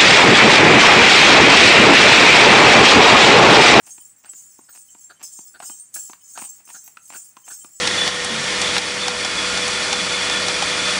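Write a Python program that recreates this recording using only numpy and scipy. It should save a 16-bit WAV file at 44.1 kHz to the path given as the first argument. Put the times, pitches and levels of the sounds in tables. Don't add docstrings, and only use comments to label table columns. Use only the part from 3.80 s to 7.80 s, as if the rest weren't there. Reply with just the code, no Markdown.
import sys
import numpy as np
from scipy import signal
from scipy.io import wavfile
from scipy.ndimage import uniform_filter1d

SR = 44100
rng = np.random.default_rng(int(sys.argv[2]) if len(sys.argv) > 2 else 0)


def output_pcm(signal):
    pcm = np.clip(np.atleast_2d(signal).T, -1, 1) * 32767
    wavfile.write(sys.argv[1], SR, np.round(pcm).astype(np.int16))


N = 176400

# f/Hz, level/dB
BELL_MODES = [(5210, -5), (5480, -15), (5890, -10), (6290, 1), (6480, 3.5), (6830, -1), (7100, 2),
              (7245, 0), (7420, 3.5), (7485, 5.5), (7740, -0.5), (7905, 5.5), (8120, 2.5), (8440, 2.5),
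              (8660, 4), (8950, -1), (9250, -1), (9920, -3.5), (11250, -9.5), (12020, -16), (14050, -10),
              (14560, -12), (15000, -5), (15340, -3), (15700, 1.5)]
# f/Hz, level/dB
SHELL_SPECTRUM = [(2000, -37), (3100, -27.5), (4000, -32), (5400, -18), (7800, -7.5), (11000, -31),
                  (13000, -26), (15700, -21)]
DETUNE_RATIO, BUILD_S, SHELL_T60_S = .004, .0011, .15


def amp(db):
    return 10 ** (np.asarray(db) / 20)


def unit(x):
    return x / np.sqrt(np.mean(x ** 2) + 1e-20)


def burst(x):
    return x / np.sqrt(np.mean(x[:265] ** 2) + 1e-20)


def level_at(spectrum, hz):
    f, db = np.transpose(spectrum)
    return np.interp(np.log(hz + 1), np.log(f + 1), db)


def colour(x, spectrum):
    log_gain = np.log(amp(level_at(spectrum, abs(np.fft.fftfreq(2048, 1 / SR)))))
    taps = np.fft.ifft(np.exp(np.conj(signal.hilbert(log_gain)))).real
    return signal.oaconvolve(x, taps)[:len(x)]


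def add(mix, start_s, sound):
    part = mix[max(round(start_s * SR), 0):][:len(sound)]
    part += sound[:len(part)]


def ring(t, hz, db, t60_s):
    hz = np.atleast_1d(hz)[:, None]
    sign = rng.choice([-1, 1], hz.shape)
    decay = amp(np.reshape(db, (-1, 1)) - 60 * t / t60_s)
    return (sign * decay * np.sin(2 * np.pi * hz * t)).sum(0)


def shell(t, t60_s, tunings=(1,), modes=9):
    hz = 2900 + 12900 * (np.arange(modes) + rng.random(modes)) / modes
    db = level_at(SHELL_SPECTRUM, hz)
    return np.array([ring(t, hz * k, db + 3 * rng.standard_normal(modes), t60_s) for k in tunings])


def shaking(rise_db=12.5, settle_s=.14, settle_db_per_s=121, idle_db=-58.5):
    # peak t/s, rise/s, level/dB, fade/(dB/s)
    shakes = [(.10, 0.049, -38.5, 54.5), (.19, 0.053, -53, 137), (0.562, 0.1, -40.5, 91),
              (.77, 0.13, -46, 175), (0.958, 0.08, -40, 167), (1.189, 0.11, -43, 148),
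              (1.434, 0.014, -34, 155), (1.544, 0.042, -37, 75), (1.842, 0.044, -34.5, 58),
              (2.143, 0.0077, -31, 60), (2.492, 0.13, -43.5, 41), (2.618, 0.098, -34.5, 81),
              (2.928, 0.08, -39.5, 52), (3.26, .034, -47.5, 59), (3.346, 0.082, -34.5, 103.5),
              (3.419, 0.14, -47, 136), (3.713, 0.065, -33, 105.5), (3.945, 0.11, -44, 28)]
    t, power = np.arange(N) / SR, amp(idle_db) ** 2
    for peak_s, rise_s, db, fade_db_per_s in shakes:
        after_s = np.maximum(t - peak_s, 0)
        swell_db = -rise_db * np.maximum(peak_s - t, 0) / rise_s
        fade_db = fade_db_per_s * after_s + settle_db_per_s * np.maximum(after_s - settle_s, 0)
        power = power + amp(db + swell_db - fade_db) ** 2
    return np.sqrt(power)


def bouts(spread_db=5.5, step_s=.05):
    knots = np.arange(0, N + SR, step_s * SR)
    gains = amp(spread_db * rng.standard_normal((len(BELL_MODES), len(knots))))
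    mode_power = amp(np.array(BELL_MODES)[:, 1]) ** 2
    return knots, gains / np.sqrt(np.average(gains ** 2, axis=0, weights=mode_power))


def jingle(bells_per_size=4, peak_strikes_per_s=1400, spread_db=5, t60_s=.145, tick_db=-14, tick_s=.003):
    t, force, out = np.arange(SR // 6) / SR, shaking(), np.zeros(N)
    rate = peak_strikes_per_s * np.sqrt(force / force.max())
    hits = np.flatnonzero(rng.random(N) < rate / SR)
    spread = unit(amp(spread_db * rng.uniform(-1, 1, N)))[hits]
    strength = spread * force[hits] * np.sqrt(SR / rate[hits])
    mode_of = rng.integers(0, len(BELL_MODES), N)[hits]
    bell_of = rng.integers(0, bells_per_size, N)[hits]
    ring_norm = np.linalg.norm(ring(t, BELL_MODES[0][0], 0, t60_s))
    knots, shares = bouts()
    for mode, (hz, db) in enumerate(BELL_MODES):
        offsets = np.linspace(-1, 1, bells_per_size) + .5 * rng.standard_normal(bells_per_size)
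        tunings = 1 + DETUNE_RATIO * offsets
        rings = np.array([ring(t, hz * k, db, t60_s) for k in tunings]) + shell(t, SHELL_T60_S, tunings)
        tick = colour(rng.standard_normal(len(t)) * np.exp(-t / tick_s), SHELL_SPECTRUM)
        bells = rings * (1 - np.exp(-t / BUILD_S)) / ring_norm
        bells += amp(tick_db) * tick / np.linalg.norm(tick)
        struck = mode_of == mode
        gains = strength[struck] * np.interp(hits[struck], knots, shares[mode])
        for hit, bell, gain in zip(hits[struck], bell_of[struck], gains):
            add(out, hit / SR, gain * bells[bell])
    return amp(-1) * out


def air(db=-65, swell_db=1.6, step_s=.09):
    # f/Hz, level/dB
    spectrum = [(25, -8), (60, -0.5), (110, 4.5), (220, 2.5), (450, -5.5), (2000, -2), (4000, -12),
                (9000, -2.5), (15500, -23.5)]
    knots = np.arange(0, N + SR, step_s * SR)
    swell = np.interp(np.arange(N), knots, amp(swell_db * rng.standard_normal(len(knots))))
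    return amp(db) * swell * unit(colour(rng.standard_normal(N), spectrum))


def scuff(length_s, db, grains_per_s=700, spread_db=4.5):
    # f/Hz, level/dB
    grit = [(40, -31), (300, 1), (470, -7.5), (800, 6), (1300, 0), (2000, -2.5), (2700, 3), (3500, -9.5),
            (6000, -7), (15000, -69)]
    n = SR // 5
    progress = np.minimum(np.arange(n) / SR / length_s, 1)
    grains = rng.standard_normal(n) * amp(spread_db * rng.standard_normal(n))
    grains *= rng.random(n) < grains_per_s / SR
    crunch = colour(grains * np.sqrt(abs(np.sin(np.pi * progress))), grit)
    return amp(db) * crunch / np.linalg.norm(crunch) * np.sqrt(length_s * SR)


def crash(db, count=50, decay_s=.059, t60_s=.031):
    t, out = np.arange(SR // 20) / SR, np.zeros(SR // 4)
    for start_s in .2 * ((np.arange(count) + rng.random(count)) / count) ** 2:
        add(out, start_s, np.exp(-start_s / decay_s) * unit(shell(t, t60_s)[0]))
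    return amp(db) * out / np.linalg.norm(out) * np.sqrt(decay_s * SR)


def knock(thud_db, clop_db, crack_db, clop_hz, thud_hz=281, thud_s=.0025, clop_s=.0026, crack_s=.0048):
    # f/Hz, level/dB
    crack_spectrum = [(60, -41), (300, -15.5), (1000, -10.5), (2600, 3.5), (3400, -4.5), (7000, -7),
                      (15000, -24)]
    thud_band = [(40, -18.5), (120, 1.5), (300, -12.5), (600, -12.5), (2000, -65.5)]
    clop_band = [(clop_hz / 2, -18), (clop_hz, 0), (clop_hz * 2, -18), (8000, -50)]
    t = np.arange(SR // 10) / SR
    thud_noise, clop_noise, crack_noise = rng.standard_normal((3, len(t)))
    thud = burst(np.sin(2 * np.pi * thud_hz * t) * np.exp(-t / thud_s))
    thud += .9 * burst(colour(thud_noise * np.exp(-t / thud_s), thud_band))
    thud = colour(thud, [(50, -26.5), (220, 5), (360, 9.5), (520, -4.5)])
    clop = burst(np.sin(2 * np.pi * clop_hz * t) * np.exp(-t / clop_s))
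    clop += .9 * burst(colour(clop_noise * np.exp(-t / crack_s), clop_band))
    clop = colour(clop, [(100, -17), (450, -12), (700, -1), (1500, 1.5), (2500, -22)])
    first_contact = 8 * (t == 0)
    crack = colour(crack_noise * np.exp(-t / crack_s) + first_contact, crack_spectrum)
    return amp(thud_db) * burst(thud) + amp(clop_db) * burst(clop) + amp(crack_db) * burst(crack)


def peep(db, centre_hz=3060, length_s=.034, flutter_depth=.56):
    t = np.arange(0, length_s, 1 / SR)
    flutter = 1 + flutter_depth * unit(uniform_filter1d(rng.standard_normal(len(t)), size=200))
    hz = centre_hz * (1 + DETUNE_RATIO * rng.standard_normal())
    return amp(db) * np.sin(np.pi * t / length_s) * unit(flutter) * np.sin(2 * np.pi * hz * t)


def clink(hz, db, t60_s=.12, shell_db=-6):
    t = np.arange(SR // 4) / SR
    bell = ring(t, [hz, hz * (1 + 2 * DETUNE_RATIO)], [0, -10], t60_s)
    bell += amp(shell_db) * shell(t, SHELL_T60_S)[0]
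    bell *= 1 - np.exp(-t / BUILD_S)
    return amp(db) * bell / np.sqrt(np.mean(bell[:SR // 100] ** 2))


def snort(length_s, db):
    # f/Hz, level/dB
    nostrils = [(100, -36.5), (330, -24.5), (500, -35.5), (720, -22), (1050, -34), (1400, -12.5),
                (1650, -14.5), (2050, -36.5), (4100, -32), (4520, -23.5), (5200, -47), (12000, -47)]
    progress = np.minimum(np.arange(SR // 8) / SR / length_s, 1)
    breath = unit(colour(rng.standard_normal(len(progress)), nostrils))
    return amp(db) * np.sin(np.pi * progress ** .73) * breath


def snap(db, decay_s=.0048):
    t = np.arange(SR // 20) / SR
    click = rng.standard_normal(len(t)) * np.exp(-t / decay_s)
    return amp(db) * burst(colour(click, [(100, -59), (2000, -59), (9000, 2)]))


def bushes(x, db=-12.5, t60_s=.2, delay_s=.005):
    t = np.arange(SR // 2) / SR
    reflections = rng.standard_normal(len(t)) * (rng.random(len(t)) < .06)
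    tail = reflections * amp(-60 * t / t60_s) * (t > delay_s)
    return amp(db) * signal.oaconvolve(x, tail / np.linalg.norm(tail))[:N]


def scene():
    # t/s, length/s, level/dB
    scuffs = [(.03, 0.077, -57), (.435, 0.062, -55.5), (.925, 0.063, -57), (1.395, 0.057, -51.5),
              (1.81, 0.041, -54), (2.14, 0.056, -52), (2.578, 0.081, -46.5), (2.78, 0.043, -62),
              (2.87, 0.053, -53), (3.30, .075, -48), (3.655, 0.097, -55.5)]
    # t/s, level/dB
    crashes = [(.065, -49), (1.428, -42.5), (2.141, -38)]
    # t/s, thud/dB, clop/dB, crack/dB, clop f/Hz
    knocks = [(.181, -55.5, -53, -51.5, 940), (.535, -59, -55, -53, 1620), (.790, -47, -49.5, -64, 900),
              (1.149, -55, -53.5, -56, 940), (1.590, -47.5, -47.5, -55, 930), (1.802, -55, -35, -42, 820),
              (1.823, -57, -43.5, -48, 880), (1.897, -47.5, -43.5, -46.5, 940), (2.297, -46, -43, -51, 900),
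              (2.333, -59, -43, -44, 1150), (2.576, -53, -32, -37, 915), (2.618, -43, -40, -44.5, 850),
              (2.902, -71, -45.5, -44, 980), (3.077, -61, -51.5, -49.5, 830),
              (3.171, -59, -38, -42.5, 1350), (3.303, -57, -42.5, -44, 804),
              (3.568, -55.5, -42, -47.5, 1024), (3.679, -82, -45, -50, 864),
              (3.846, -47.5, -44.5, -48, 900)]
    # t/s, level/dB
    peeps = [(.2, -56.5), (1.08, -52.5), (1.355, -60), (1.905, -49), (2.4, -59), (2.64, -55),
             (3.625, -58.5), (3.8, -57)]
    # t/s, f/Hz, level/dB
    clinks = [(.362, 7480, -58), (.492, 7870, -34.5), (.495, 7400, -41), (1.243, 7463, -41),
              (1.396, 7420, -58), (1.434, 7900, -34.5), (1.997, 8660, -37.5), (2.141, 7550, -36.5),
              (2.145, 9880, -32), (2.191, 7500, -32), (2.234, 9920, -44)]
    # t/s, length/s, level/dB
    snorts = [(.45, 0.02, -50.5), (.885, 0.022, -49.5), (1.295, 0.035, -43.5), (1.738, 0.042, -46.5),
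              (1.822, 0.023, -44.5), (2.152, 0.034, -43), (2.549, 0.062, -45), (2.94, 0.038, -44.5),
              (3.34, 0.035, -41), (3.70, 0.033, -43)]
    # t/s, level/dB
    snaps = [(3.077, -40)]
    mix = jingle()
    for events, source in [(clinks, clink), (crashes, crash), (knocks, knock), (snaps, snap),
                           (scuffs, scuff), (snorts, snort), (peeps, peep)]:
        for start_s, *settings in events:
            add(mix, start_s, source(*settings))
    return (mix + bushes(mix) + air())[None]


def record(dry):
    bass_cut_hz, edge_hz = 70, 15850
    thin = signal.lfilter(*signal.butter(2, bass_cut_hz, "highpass", fs=SR), dry)
    lowpass = signal.firwin(511, edge_hz, window=("kaiser", 8), fs=SR)
    return signal.oaconvolve(thin, lowpass[None], "same")


dry = scene()
out = record(dry)
output_pcm(out)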